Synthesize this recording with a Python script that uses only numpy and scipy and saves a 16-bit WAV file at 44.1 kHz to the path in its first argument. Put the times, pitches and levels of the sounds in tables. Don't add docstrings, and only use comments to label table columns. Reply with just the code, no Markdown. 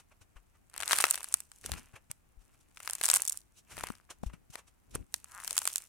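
import sys
import numpy as np
from scipy import signal
from scipy.fft import rfft, irfft, next_fast_len
from scipy.io import wavfile

SR = 44100
rng = np.random.default_rng(int(sys.argv[2]) if len(sys.argv) > 2 else 0)


def unload_audio(sound):
    columns = np.transpose(np.atleast_2d(sound))
    steps = np.round(np.clip(columns, -1, 1) * 32767)
    wavfile.write(sys.argv[1], SR, steps.astype(np.int16))


N = 259308

# full pressure in seconds, build-up in seconds,
# let-go in seconds, then levels in dB of bright rustle, dull rustle, table rumble and small snaps.
SQUEEZES = [(0.79, 0.097, 0.23, -65.5, -54.5, -66.5, -50), (0.99, 0.26, 0.32, -40, -43, -67, -37),
            (1.33, 0.6, 0.19, -55.5, -63, -78.5, -59.5), (1.56, 0.11, 0.22, -64.5, -77.5, -84, -78),
            (1.72, .14, 0.19, -54.5, -52.5, -50.5, -52.5), (1.86, 0.19, 0.15, -70.5, -67.5, -72, -81),
            (2.5, 0.28, 0.65, -80, -82.5, -75, -80), (2.92, 0.25, 0.58, -55, -58.5, -78.5, -50),
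            (3.12, 0.17, 0.19, -37.5, -47.5, -66, -36), (3.32, 0.16, .14, -53.5, -64.5, -79.5, -54),
            (3.79, 0.16, .27, -53, -52.5, -56, -48.5), (4.3, 0.27, 0.23, -81.5, -85, -62.5, -81.5),
            (5.0, 0.17, 0.075, -73, -73.5, -49.5, -83), (5.17, 0.1, 0.064, -60.5, -72.5, -68, -78),
            (5.34, 0.31, 0.34, -72, -73, -74, -73), (5.52, 0.21, 0.35, -63, -56, -70.5, -60),
            (5.68, 0.58, 0.28, -47, -58, -91, -64)]
# levels in dB of bright rustle, dull rustle, table rumble and small snaps.
REST_DB = (-84, -92, -74, -91.5)
SQUEEZE_DEPTH_DB = 40

# height in seconds, swell in seconds,
# bright level in dB, dull level in dB.
SCUFFS = [(0.0, .01, -58.5, -59.5), (0.124, 0.014, -72, -64.5), (0.22, 0.0088, -61, -64),
          (0.37, 0.01, -67, -58.5), (0.557, 0.013, -77, -69), (1.662, 0.022, -49.5, -64),
          (1.781, 0.012, -51.5, -52), (1.945, 0.012, -68.5, -59), (1.963, 0.0079, -57.5, -50.5),
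          (2.108, 0.0072, -57.5, -61), (2.421, 0.018, -71, -77), (2.55, 0.033, -77.5, -75),
          (2.612, 0.0078, -68, -83), (3.592, 0.029, -59, -75), (3.724, 0.022, -52.5, -54.5),
          (3.865, 0.014, -74, -53), (4.096, 0.0049, -74, -58), (4.108, 0.0059, -46, -48.5),
          (4.234, 0.0023, -55.5, -60.5), (4.266, 0.0045, -54, -58.5), (4.299, 0.006, -71, -60.5),
          (4.337, 0.0052, -61, -55.5), (4.505, 0.0033, -58, -71), (4.544, 0.015, -51.5, -58.5),
          (4.592, 0.019, -55.5, -54.5), (4.683, 0.011, -63, -68), (4.913, 0.005, -61, -77.5),
          (4.941, 0.017, -64, -72), (4.951, 0.0078, -49, -49)]
SCUFF_FADE_S = 0.011

# frequency in Hz, relative density in dB per Hz.
BRIGHT_SPECTRUM = [(1760, -29.5), (3000, -9.5), (3360, -10.5), (4940, -10.5), (5700, -4), (9600, -2.5),
                   (14800, -16), (16500, -28.5)]
# frequency in Hz, relative density in dB per Hz.
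DULL_SPECTRUM = [(180, -48.5), (300, -12), (1190, -2), (1900, -3.5), (2710, 0.5), (3680, -15),
                 (5000, -15.5), (6500, -43), (11000, -120)]
# frequency in Hz, relative density in dB per Hz.
AIR_SPECTRUM = [(12, -28.5), (20, 5.5), (60, 0), (200, -9), (551, -16), (772, -13), (1110, -15.5),
                (2510, -21), (3330, -26.5), (4790, -28.5), (8410, -26.5), (15200, -32), (16500, -40)]
AIR_DB = -71

# start in seconds,
# peak in dB before the left-right lean, frequency in Hz, left minus right in dB.
THUDS_AND_KNOCKS = [(0.212, -62.5, 87, 25), (0.359, -50, 40.6, 13), (1.04, -39, 444, 21),
                    (1.65, -45, 413, 16), (1.695, -36.5, 690, 11), (1.717, -41.5, 65.4, 26),
                    (1.737, -43.5, 157, 17), (1.768, -51, 52.3, 13), (1.938, -52, 111, 19),
                    (2.1, -49.5, 128, 17.5), (2.101, -49.5, 2500, 4.5), (2.114, -33.5, 2300, 4),
                    (2.372, -50, 39.6, 13.5), (3.011, -40.5, 463, 7), (3.779, -37.5, 634, 12),
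                    (3.832, -51, 72.4, 8), (3.838, -22.5, 980, 7), (3.902, -31, 223, 9),
                    (3.903, -31, 1240, 7), (3.939, -47.5, 1480, 11), (4.0, -50, 1390, 8),
                    (4.113, -43, 1199, 2), (4.233, -30, 196, 10), (4.236, -32, 735, 7.5),
                    (4.556, -41, 810, -19), (4.956, -31.5, 453, 4.5), (4.956, -31.5, 1180, 11.5),
                    (4.263, -30, 53.3, 8.5), (4.3, -46, 1100, 5), (4.337, -40.5, 169, 10),
                    (4.499, -46, 130, 8), (4.951, -34.5, 138, 14), (4.998, -48, 60.5, 20),
                    (5.518, -44.5, 620, 8)]
ROCKING_LOW_HZ, ROCKING_HIGH_HZ = 100, 320

# start in seconds, bright ring in dB, hollow body in dB,
# left minus right in dB before each ring's own lean.
SNAPS = [(0.6982, -56.5, -69, 1.0), (0.74, -48, -50.5, 1.5), (0.7635, -44, -50, 3),
         (0.7785, -35.5, -52.5, 6.5), (0.8036, -34.5, -39.5, 1.5), (0.811, -40.5, -42.5, 3),
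         (0.8236, -36.5, -39, 1), (0.8327, -39.5, -33.5, 3), (0.8582, -39.5, -57.5, -2),
         (0.878, -29.5, -43.5, 4.0), (0.8896, -38, -56.5, 2.5), (0.8966, -38.0, -37.5, 4),
         (0.91, -32.5, -24, -0.5), (0.9163, -29.5, -30, 2.5), (0.9206, -24, -35.0, -1.0),
         (0.9269, -33.5, -34, 1.5), (0.9313, -25.5, -21.5, 2.5), (0.9519, -41, -41.5, -0.5),
         (0.9639, -33.5, -39, -3.0), (0.9729, -34.5, -45.5, 0.5), (0.9778, -38, -51, 0.5),
         (0.9864, -22.5, -28, -2.5), (1.0034, -29, -28.5, -1.0), (1.0071, -23, -38, 1.5),
         (1.0115, -26.5, -44, 1.5), (1.0405, -25.5, -16.5, 0.5), (1.0531, -31, -34, 2.5),
         (1.0676, -36, -42.5, 0.5), (1.0822, -37.5, -42.5, 0.5), (1.0974, -41.5, -49.5, -3.5),
         (1.103, -29.5, -56.5, 10), (1.1098, -17.5, -41, -3.5), (1.1431, -32.5, -36, 2),
         (1.1562, -30.0, -49.5, 3.5), (1.1786, -42, -59.5, 1), (1.2306, -38.5, -51, -4.5),
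         (1.2433, -34, -44.5, 6), (1.2869, -42, -63, 4), (1.3252, -35, -58.5, 5),
         (1.341, -15.5, -34.5, 1.0), (1.4039, -36.0, -68, 2), (1.517, -47.5, -55.5, 2.5),
         (1.6412, -52.5, -48, 0.5), (1.6612, -33, -46, 0.5), (1.7179, -31, -41.5, 4),
         (2.114, -33, -54.5, -2.5), (2.7724, -54, -46, -0.5), (2.8029, -47, -45.5, 0), (2.831, -44, -59, 4),
         (2.8631, -58, -65, 1.0), (2.8757, -37.5, -32.5, 1.5), (2.8982, -32.5, -38, -4.5),
         (2.9089, -32, -56, 3), (2.9335, -29.5, -47, -1.5), (2.9521, -31, -49.5, 2.5),
         (3.0127, -33.0, -35.5, 1.5), (3.0371, -25.0, -33.5, -5), (3.0434, -27, -34.5, -3.5),
         (3.0521, -31, -49, 10), (3.0564, -20, -47.5, 2.5), (3.063, -28.5, -42.5, 9.5),
         (3.088, -22.5, -34.5, 0.5), (3.0945, -41.5, -52.5, -1.5), (3.1005, -20, -33, 6),
         (3.1089, -38.5, -49, -1), (3.114, -19, -35, -1.5), (3.1397, -17, -31.5, -2.5),
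         (3.144, -34.5, -55.5, -12.5), (3.1489, -24, -37.5, 2.0), (3.1556, -25, -45.5, -3.5),
         (3.1605, -19.5, -38.5, -1.5), (3.1694, -24, -42.5, 1.5), (3.2045, -36.5, -65, -5),
         (3.2202, -23.5, -47.5, 4.5), (3.252, -32, -51.5, -2.0), (3.2771, -27.5, -50, -5),
         (3.2817, -29, -62, 11), (3.2961, -26.5, -72, 7), (3.2984, -31, -55, -10), (3.3094, -60, -54, 4),
         (3.3227, -30.5, -57.0, -2), (3.3288, -37, -60, -2), (3.3736, -35.5, -87, -2), (3.78, -50, -42, -2),
         (3.8385, -37.5, -37.5, -5), (4.5554, -41, -41, 5), (4.9525, -34.5, -60, -10.5),
         (4.9566, -41.5, -47, -6), (5.1412, -27.5, -38, -1.5), (5.2434, -42.5, -55.5, 1),
         (5.3483, -46, -70, 0.0), (5.4014, -45.5, -48.5, 6.5), (5.4466, -36, -49, 3),
         (5.4652, -54, -60.0, -3), (5.4775, -31, -44.0, 3), (5.5084, -28.5, -43.5, 4),
         (5.5292, -33.0, -52, 3), (5.5548, -40, -67, 1), (5.5671, -31.5, -38.5, -2),
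         (5.579, -20.5, -34, -0.5), (5.5888, -24, -50.0, 2), (5.6177, -37.5, -40.5, -2),
         (5.6541, -26.5, -40, 2), (5.6753, -22.5, -30.5, -3), (5.7011, -46, -51, 0.0),
         (5.7314, -38.0, -74, -3), (5.7584, -23.5, -43, 0), (5.7811, -30.5, -55, 2)]
# frequency in Hz, width of the first resonance
# in Hz, time for the splinters to fall 60 dB in seconds, left-right likeness from 0 to 1,
# lean to the left in dB.
RINGS = [(8370, 4400, 0.0078, 0.6, -2.5), (3350, 5070, 0.011, 0.3, 5), (1040, 1710, 0.017, 0.88, 8.5)]
MIDDLE_DB, MIDDLE_SPREAD_DB = -2, 3.5
CRACKLES_PER_S = 50
CRACKLE_SPREAD_DB, CRACKLE_COLOUR_DB, CRACKLE_HOLLOW_DB = 4.0, 5.5, -4

# time in seconds, slips so far, slip peak in dB
CREAK = [(5.2671, 0, -66), (5.3246, 19, -50), (5.3388, 23, -46), (5.3619, 28, -41), (5.3826, 32, -38),
         (5.3941, 34, -38), (5.4107, 36, -39), (5.4347, 38, -39)]
CREAK_HZ, CREAK_WIDTH_HZ = 1120, 1200
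SLIP_JITTER_S, SLIP_SPREAD_DB = 0.00016, 1.3

ROOM_T60_S, ROOM_DB = 0.33, -25
CUTOFF_HZ = 17000


def from_db(db):
    return 10 ** (np.asarray(db) / 20)


def rms_one(x):
    return x / np.sqrt(np.mean(x ** 2) + 1e-30)


def sides(left_db):
    return from_db([[left_db / 2], [-left_db / 2]])


def resonate(x, hz, width_hz):
    r = np.exp(-np.pi * width_hz / SR)
    poles = [2, -4 * r * np.cos(2 * np.pi * hz / SR), 2 * r * r]
    return signal.lfilter([1 - r * r, 0, r * r - 1], poles, x)


def band(x, low_hz, high_hz):
    return signal.sosfilt(signal.butter(2, [low_hz, high_hz], "band", fs=SR, output="sos"), x)


def colour(x, spectrum):
    size = next_fast_len(N)
    hz = np.maximum(np.arange(size // 2 + 1) * SR / size, 1)
    points = np.array(spectrum)
    gain = from_db(np.interp(np.log(hz), np.log(points[:, 0]), points[:, 1]))
    return rms_one(irfft(rfft(x, size) * gain, size)[..., :N])


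def stereo(shared, own, alike):
    alike = np.clip(alike, 0, 1)
    return alike * shared + np.sqrt(1 - alike ** 2) * own


def stereo_noise(alike):
    return stereo(rng.standard_normal(N), rng.standard_normal((2, N)), alike)


def room_tone():
    return from_db(AIR_DB) * colour(rng.standard_normal((2, N)), AIR_SPECTRUM) * sides(0.77)


def pressure():
    t = np.arange(N) / SR
    power = from_db(REST_DB)[:, None] ** 2 * np.ones(N)
    for s, rise_s, fall_s, *db in SQUEEZES:
        hump_db = -SQUEEZE_DEPTH_DB * ((t - s) / np.where(t < s, rise_s, fall_s)) ** 2
        power = power + from_db(db)[:, None] ** 2 * from_db(np.maximum(hump_db, -100)) ** 2
    return 10 * np.log10(power)


def scuffs():
    power, t = np.zeros((2, N)), np.arange(N) / SR
    for s, swell_s, *db in SCUFFS:
        near = slice(max(round((s - 3 * swell_s) * SR), 0), round((s + 0.15) * SR))
        age = t[near] - s
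        shape = np.exp(-np.where(age < 0, (age / swell_s) ** 2, age / SCUFF_FADE_S))
        power[:, near] += (from_db(db)[:, None] * shape) ** 2
    return power


def rustle(level_db, scuff_power, spectrum, per_s, spread_db, smooth, alike):
    sizes = from_db(spread_db * np.minimum(rng.exponential(1, N), 4))
    strikes = sizes * (rng.random(N) < per_s / SR)
    ticks = signal.lfilter([1], [1, -0.9], strikes)
    grain = rms_one(smooth + rms_one(ticks))
    crumbs = colour(grain * stereo_noise(alike), spectrum)
    hiss = colour(stereo_noise(alike), spectrum)
    hiss = rms_one(signal.lfilter([1], [1, -0.85], hiss))
    return from_db(level_db) * crumbs + np.sqrt(scuff_power) * hiss


def rumble(level_db):
    deep = band(stereo_noise(0.72), 28, 90)
    rock = band(stereo_noise(0.81) * [[1], [-1]], 90, 300)
    return from_db(level_db) * (rms_one(deep) + from_db(-2.0) * rms_one(rock)) * sides(2.9)


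def thuds_and_knocks(cycles):
    out = np.zeros((2, N))
    for s, peak_db, hz, left_db in THUDS_AND_KNOCKS:
        turns = np.arange(round(4 * SR / hz)) * hz / SR
        swing = -np.sin(2 * np.pi * turns) * from_db(-60 * turns / cycles)
        swing = swing * (1 - np.exp(-turns / 0.11))
        swing = swing / np.abs(swing).max()
        right_sign = -1 if ROCKING_LOW_HZ < hz < ROCKING_HIGH_HZ else 1
        gains = from_db(peak_db) * sides(left_db) * [[1], [right_sign]]
        at = round(s * SR)
        out[:, at:at + len(swing)] += gains * swing
    return out


def crackles(snap_db, dullness_db):
    when, size = rng.random((round(CRACKLES_PER_S * N / SR), 2)).T
    colour_db, place_db = rng.standard_normal((len(when), 2)).T
    at = (when * (N - 1)).astype(int)
    bright_db = snap_db[at] - CRACKLE_SPREAD_DB * np.log(np.maximum(1 - size, 0.05))
    hollow_db = bright_db + dullness_db[at] + CRACKLE_HOLLOW_DB + CRACKLE_COLOUR_DB * colour_db
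    return np.transpose([at / SR, bright_db, hollow_db, 1.5 * place_db])


def with_middle(rows):
    s, bright_db, hollow_db, left_db = np.transpose(rows)
    scatter_db = MIDDLE_SPREAD_DB * rng.standard_normal(len(s))
    middle_db = (bright_db + hollow_db) / 2 + MIDDLE_DB + scatter_db
    return np.transpose([s, bright_db, middle_db, hollow_db, left_db])


def snaps(rows):
    rows, size = np.array(rows), 400
    age = np.arange(size) / SR
    chance = rng.standard_normal((len(rows), 3, 3, size))
    out = np.zeros((2, N + 2 * size))
    for k, (hz, width_hz, t60, alike, lean_db) in enumerate(RINGS):
        unevenness = np.abs(chance[:, 0, :1])
        force = chance[:, k] * unevenness * from_db(-60 * age / t60)
        force[:, 0, 0] = 11
        force = stereo(force[:, :1], force[:, 1:], alike)
        sound = resonate(resonate(force, hz, width_hz), hz, 1.35 * width_hz)
        for (s, *db, left_db), burst in zip(rows, sound):
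            at = round(s * SR) + np.arange(size)
            early_rms = np.sqrt(np.mean(burst[:, :110] ** 2))
            burst = from_db(db[k]) * sides(left_db + lean_db) * burst / early_rms
            out[0, at] += burst[0]
            out[1, at + 1] += burst[1]
    return out[:, :N]


def creak():
    s, so_far, peak_db = np.transpose(CREAK)
    when = np.interp(np.arange(1, so_far[-1] + 1), so_far, s)
    late, size = rng.standard_normal((len(when), 2)).T
    at = ((when + SLIP_JITTER_S * late) * SR).astype(int)
    slips = np.zeros(N)
    slips[at] = from_db(np.interp(when, s, peak_db) + SLIP_SPREAD_DB * size)
    pulse = np.eye(1, 300)[0]
    for _ in range(3):
        pulse = resonate(pulse, CREAK_HZ, CREAK_WIDTH_HZ)
    return np.convolve(slips, pulse / np.abs(pulse).max())[:N] * from_db([[1.5], [-5.0]])


def room(x):
    age = np.arange(SR // 3) / SR
    tail = rng.standard_normal((2, len(age))) * from_db(-60 * age / ROOM_T60_S) * (age > 0.003)
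    tail = signal.lfilter([1], [1, -0.5], tail)
    tail = tail / np.sqrt(np.sum(tail ** 2) / 2)
    return from_db(ROOM_DB) * signal.fftconvolve(x.mean(axis=0)[None], tail)[:, :N]


def scene():
    bright_db, dull_db, rumble_db, snap_db = pressure()
    bright_scuffs, dull_scuffs = scuffs()
    bright = rustle(bright_db, bright_scuffs, BRIGHT_SPECTRUM,
                    per_s=1500.0, spread_db=9.5, smooth=0.6, alike=0.7)
    dull = rustle(dull_db, dull_scuffs, DULL_SPECTRUM,
                  per_s=500.0, spread_db=5.0, smooth=0.45, alike=0.95)
    small_snaps = snaps(with_middle(crackles(snap_db, dull_db - bright_db)))
    clear_snaps = snaps(with_middle(SNAPS))
    clay = bright + dull * sides(1.1) + small_snaps + clear_snaps + creak()
    return clay + room(clay) + thuds_and_knocks(cycles=6.04) + rumble(rumble_db) + room_tone()


def record(dry):
    lifted = dry + from_db(6.0) * resonate(dry, 19000, 3000)
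    return signal.sosfilt(signal.cheby2(22, 75, CUTOFF_HZ, fs=SR, output="sos"), lifted)


dry = scene()
out = record(dry)
unload_audio(out)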